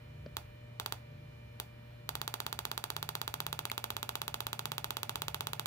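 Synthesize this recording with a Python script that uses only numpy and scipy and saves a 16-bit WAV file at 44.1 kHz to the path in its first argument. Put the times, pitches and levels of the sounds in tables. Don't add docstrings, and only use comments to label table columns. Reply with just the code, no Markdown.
import sys
import numpy as np
from scipy import signal
from scipy.fft import rfft, irfft, next_fast_len
from scipy.io import wavfile

SR = 44100
rng = np.random.default_rng(int(sys.argv[2]) if len(sys.argv) > 2 else 0)


def natural_amplitude(level_db):
    exponent = np.asarray(level_db, float) / 20
    return 10 ** exponent


def store_wav(level_fs):
    pcm = np.round(np.clip(np.atleast_2d(level_fs), -1, 1) * 32767)
    wavfile.write(sys.argv[1], SR, pcm.T.astype(np.int16))


N = 249606

# start_s, spark_count, left_db, right_db
CONTACTS = [
    (.36833, 1, 0, 0),
    (.79878, 3, -.5, 0),
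    (1.59987, 1, -.7, -2.3),
    (2.09112, 58, -.5, 0),
]
# time_s, away (0 on the coil, 1 gone)
HANDS_AWAY = [
    (3.2, 0),
    (3.6, 1),
]
FIRST_PERIOD_MS = 62.27
FLOOR_TOP_HZ = 16150


def rms_one(x):
    return x / np.sqrt(np.mean(x ** 2) + 1e-20)


def at_hz(points, hz):
    point_hz, value = np.transpose(points)
    return np.interp(np.log(hz), np.log(point_hz), value)


def drift(rate_hz):
    r = np.exp(-80 * np.pi * rate_hz / SR)
    slow = signal.lfilter([1], [1, -2 * r, r * r], rng.standard_normal(N // 40 + 2002))[2000:]
    return np.interp(np.arange(N) / 40, np.arange(len(slow)), rms_one(slow))


def resonance(x, hz, width_hz):
    r = np.exp(-np.pi * width_hz / SR)
    zeros = np.array([1, 0, -1]) * (1 - r * r) / 2
    return signal.lfilter(zeros, [1, -2 * r * np.cos(2 * np.pi * hz / SR), r * r], x)


def body(x, modes):
    return sum((-1) ** k * natural_amplitude(db) * resonance(x, hz, width_hz) for k, (hz, width_hz, db) in enumerate(modes))


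def peaks(x, bands):
    return sum(share * resonance(x, hz, width_hz) for hz, width_hz, share in bands)


def band(x, low_hz, high_hz):
    return signal.sosfilt(signal.butter(2, [low_hz, high_hz], "band", fs=SR, output="sos"), x)


def steep_cut(x, hz):
    return signal.sosfilt(signal.cheby2(14, 50, hz, fs=SR, output="sos"), x)


def hands_away():
    return np.interp(np.arange(N) / SR, *np.transpose(HANDS_AWAY))


def sparks(level_db, spread_db, fizz_db):
    s, left_db, right_db = spark_times()
    size = next_fast_len(N + SR // 2)
    train = impulses(s, spread_db * rng.standard_normal(len(s)), size)
    tail = irfft(train * rfft(room_tail(SR // 3), size), size)[:, :N]
    out = natural_amplitude(-7.5) * tail + at_the_ports(train, spark_fizz(s, fizz_db), size)
    out = near_reflections(out)
    shade = [np.interp(np.arange(N) / SR, s, natural_amplitude(side_db)) for side_db in (left_db, right_db)]
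    return natural_amplitude(level_db) * out * shade


def spark_times():
    creep_ms, creep_sparks = .11, 1.3
    rows = []
    for start_s, count, left_db, right_db in CONTACTS:
        gaps_ms = FIRST_PERIOD_MS + creep_ms * np.log1p(np.arange(count - 1) / creep_sparks)
        times = start_s + np.r_[0, np.cumsum(gaps_ms / 1000)]
        rows += [(s, left_db, right_db) for s in times]
    s, left_db, right_db = np.transpose(rows)
    s = s + 1.5e-5 * rng.standard_normal(len(s))
    return s, left_db, right_db


def impulses(seconds, db, size):
    turn = -2j * np.pi * np.arange(size // 2 + 1) * SR / size
    return sum(natural_amplitude(g) * np.exp(turn * s) for s, g in zip(seconds, db))


def spark_fizz(s, fizz_db):
    decay_s = .0012
    strikes = np.zeros(N)
    strikes[(s * SR).astype(int)] = natural_amplitude(fizz_db)
    envelope = signal.lfilter([1], [1, -np.exp(-1 / (decay_s * SR))], strikes + 1e-18)
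    return band(envelope * rng.standard_normal((2, N)), 7000, .45 * SR)


def at_the_ports(train, fizz, size):
    # delay_ms, level_db
    paths_left = [(0, 0), (.256, -18), (.45, -24), (.705, -9.5), (1.66, -26), (2.547, -15), (2.812, -15.5)]
    # delay_ms, level_db
    paths_right = [(.178, 0), (.482, -5.5), (1.003, -15), (1.303, -19), (1.75, -30), (3.259, -21.5)]
    # pitch_hz, width_hz, level_db
    port_left = [(240.0, 540.0, -9.0), (1090.0, 500.0, -1.5), (3450.0, 1010.0, -5.0),
                 (7030.0, 5780.0, -15.0), (13600.0, 1690.0, 8.5), (13750.0, 1330.0, 7.0),
                 (4620.0, 310.0, -13.0)]
    # pitch_hz, width_hz, level_db
    port_right = [(330.0, 280.0, -6.5), (1300.0, 560.0, 6.0), (4350.0, 920.0, 1.5), (7440.0, 1430.0, -1.0),
                  (7540.0, 580.0, 3.0), (11590.0, 400.0, -10.0), (840.0, 150.0, -5.5)]
    out = np.zeros((2, N))
    for k, (paths, port) in enumerate([(paths_left, port_left), (paths_right, port_right)]):
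        delay_ms, db = np.transpose(paths)
        shocks = irfft(train * impulses(delay_ms / 1000, db, size), size)[:N]
        out[k] = -body(shocks + fizz[k], port)
    return out


def room_tail(size):
    # pitch_hz, t60_s, left_db, right_db
    tail_bands = [(392, 0.12, -110.5, -53), (700, 0.14, -65, -36), (1118, 0.66, -52, -50),
                  (2110, 0.38, -56.5, -48), (3600, 0.21, -49, -46), (5650, 0.2, -57, -47.5),
                  (8760, 0.088, -93, -59), (13700, 0.21, -42.5, -90)]
    t, out = np.arange(size) / SR, 0
    for hz, t60_s, left_db, right_db in tail_bands:
        noise = rms_one(band(rng.standard_normal((2, size)), hz / 1.35, hz * 1.35))
        decay_db = 60 * t / np.clip(t60_s, .16, .4)
        out = out + noise * natural_amplitude([[left_db], [right_db]] - decay_db)
    clutter = natural_amplitude(8) * np.exp(-t / .003) * np.clip((t - .001) / .002, 0, 1)
    walls = np.interp(t, [.004, .011], [.3, 1], left=0)
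    return steep_cut(out * (clutter + walls), FLOOR_TOP_HZ)


def near_reflections(out):
    # port (0 left, 1 right), delay_ms, level_db
    dull_echoes = [
        (0, 2.75, -15),
        (0, 19.6, -16),
        (1, 2.6, -20),
        (1, 19.5, -22),
    ]
    # pitch_hz, width_hz, share
    left_only = [(825, 100, 0.79), (587, 1200, -0.33), (2760, 1000, -0.11), (1570, 650, 0.11)]
    # pitch_hz, width_hz, share
    right_only = [(544, 40, 0.63), (920, 98, 0.1), (1210, 660, -0.27), (790, 107, 0.26), (8900, 210, -0.44),
                  (12200, 820, -.4), (15600, 6000, 0.91)]
    # pitch_hz, width_hz, share
    cancelled = [(522, 92, 0.7), (880, 194, -0.34), (1139, 250, 0.43), (1440, 280, -0.11),
                 (1850, 140, 0.23), (2300, 355, 0.48), (3150, 75, 0.68), (3450, 240, -0.29),
                 (4140, 270, 0.55), (4425, 310, -0.71), (5130, 220, 0.49), (13600, 2000, 0.19),
                 (713, 34, 0.31)]
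    # pitch_hz, width_hz, share
    opened = [(2690, 710, 0.31), (3380, 150, 0.013), (4490, 430, -0.27), (1850, 140, -0.57)]
    dull = band(out, 300, 3200)
    for k, delay_ms, db in dull_echoes:
        lag = round(delay_ms * SR / 1000)
        out[k, lag:] += natural_amplitude(db) * dull[k, :-lag]
    for k, bands in enumerate([left_only, right_only]):
        out[k] -= peaks(out[k], bands)
    for hz, width_hz, share in cancelled:
        out = out - share * resonance(out, hz, width_hz)
    out = out + hands_away() * peaks(out, opened)
    cupped = np.exp(-((np.arange(N) / SR - CONTACTS[2][0]) / .1) ** 2)
    return out - .35 * cupped * resonance(out, 1050, 1100)


def knock():
    # pitch_hz, width_hz, level_db
    knock_modes = [(165, 100, -14), (232, 30, -9), (350, 100, -23), (590, 70, -16), (1100, 700, -35),
                   (2600, 1800, -41), (4610, 300, -34.5)]
    return steep_cut(touch(.2615, knock_modes, .003, pan_db=.3), 7000)


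def tick():
    # pitch_hz, width_hz, level_db
    tick_modes = [(2050, 450, -18), (2750, 300, -18), (3500, 300, -26), (4550, 400, -29), (6800, 2000, -36),
                  (11500, 3000, -35)]
    return touch(3.6992, tick_modes, .002, pan_db=.5)


def touch(at_s, modes, length_s, pan_db):
    t = np.arange(N) / SR - at_s
    rub = .5 * rng.standard_normal(N) * np.exp(-np.clip(t, 0, 1) / length_s) * (t > 0)
    rub[round(at_s * SR)] += 4
    return body(rub + 1e-18, modes) * natural_amplitude([[pan_db], [-pan_db]])


def fan(wobble_db):
    # multiple, left_db, right_db, right_lag_rad
    harmonics = [(1.0, -53.5, -54.5, 0.077), (2.0, -72.5, -75, 0.28), (4, -69, -70.5, 2),
                 (5, -63, -64, 2.05), (8, -78, -71.5, 2.8), (10, -76.5, -76, 2.24), (12, -83, -83, 1.7),
                 (15, -79, -74, 1.83), (16, -75.5, -77, 2.1), (20, -70.5, -67.5, 1.7),
                 (25, -76, -73.5, 1.86), (30, -83, -81, 1.5), (35, -80.5, -78, 2.12)]
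    hz = fan_speed() * (1 + 0.00049 * drift(2.95))
    unshaded = hands_away()
    phase, out = 2 * np.pi * np.cumsum(hz) / SR, 0
    for k, left_db, right_db, lag in harmonics:
        start = 2 * np.pi * rng.random()
        sway = np.sqrt(2) * natural_amplitude(wobble_db * drift(3))
        if round(k) == 5:
            sway = sway * natural_amplitude(2.5 * unshaded)
        angle = round(k) * phase + start
        out = out + sway * natural_amplitude([[left_db], [right_db]]) * np.sin([angle, angle - lag])
    return out


def fan_speed():
    idle_hz, sag_hz, lag_s = 118.85, 2.25, .4
    t, r = np.arange(N) / SR, np.exp(-1 / (lag_s * SR))
    load = np.zeros(N)
    for start_s, count, *_ in CONTACTS:
        end_s = start_s + (count - 1) * FIRST_PERIOD_MS / 1000
        load += (t > start_s) & (t < end_s)
    return idle_hz - sag_hz * signal.lfilter([1 - r], [1, -r], load + 1e-18)


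def room_air(level_db, patchy_db):
    # pitch_hz, level_db (per Hz)
    air_spectrum = [(22, -31), (40, -17.5), (130, -11.5), (420, -22), (800, -28.5), (2300, -29),
                    (8800, -49), (12500, -44.5)]
    # pitch_hz, likeness
    likeness = [(30, 0.84), (130, 0.86), (290, 0.64), (640, 0.4), (1400, 0.34), (15000, 0.0)]
    # pitch_hz, difference_db
    air_balance = [(700, -2), (1300, -3.5), (5000, 0), (8500, 0), (13000, 3.5)]
    out, edges_hz = 0, 22 * 2 ** np.arange(0, 10, 1 / 2.5)
    white = rng.standard_normal((2, 2, N))
    for k, (low, high) in enumerate(zip(edges_hz, edges_hz[1:])):
        centre = np.sqrt(low * high)
        mid, side = band(white[k % 2], low, high)
        alike = at_hz(likeness, centre)
        gain = natural_amplitude(at_hz(air_spectrum, centre) + patchy_db * drift(4.3))
        gain = gain * natural_amplitude(at_hz(air_balance, centre) * np.array([[.5], [-.5]]))
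        out = out + gain * (np.sqrt(1 + alike) * mid + np.sqrt(1 - alike) * side * [[1], [-1]])
    return natural_amplitude(level_db) * rms_one(steep_cut(out, FLOOR_TOP_HZ))


def room_rumble(surge_db):
    # pitch_hz, width_hz, level_db
    room_modes = [(68, 34, -60.5), (96.94, 8.2, -63), (149.3, 10.4, -68), (224, 7.5, -69.5)]
    out = 0
    for hz, width_hz, db in room_modes:
        ringing = resonance(resonance(rng.standard_normal(N), hz, width_hz), hz, width_hz)
        out = out + natural_amplitude(db + surge_db * drift(1.44)) * rms_one(ringing)
    return out


def drone():
    # peak_s, level_db
    swells = [(.18, -53.5), (1.2, -55), (2.16, -55), (2.55, -56.5), (3.05, -54.5), (3.52, -53), (4.27, -56),
              (4.73, -53.5), (5.22, -55), (5.52, -53.5)]
    pitch_hz, swell_s = 147, 0.16
    t = np.arange(N) / SR
    level = sum(natural_amplitude(db) * np.exp(-((t - s) / swell_s) ** 2) for s, db in swells)
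    phase = 2 * np.pi * np.cumsum(pitch_hz * (1 + 0.014 * drift(5.9))) / SR
    return np.sqrt(2) * level * np.sin(phase)


def scene():
    bench = sparks(0, spread_db=.3, fizz_db=-21) + knock() + tick()
    room = room_air(-59.5, patchy_db=1.0) + room_rumble(surge_db=2.5)
    return bench + fan(wobble_db=.8) + room + drone()


def low_pass(x):
    return signal.sosfilt(signal.butter(12, 17000, fs=SR, output="sos"), x)


def record(dry):
    mix = steep_cut(dry, 16950)
    return low_pass(mix)


dry = scene()
out = record(dry)
store_wav(out)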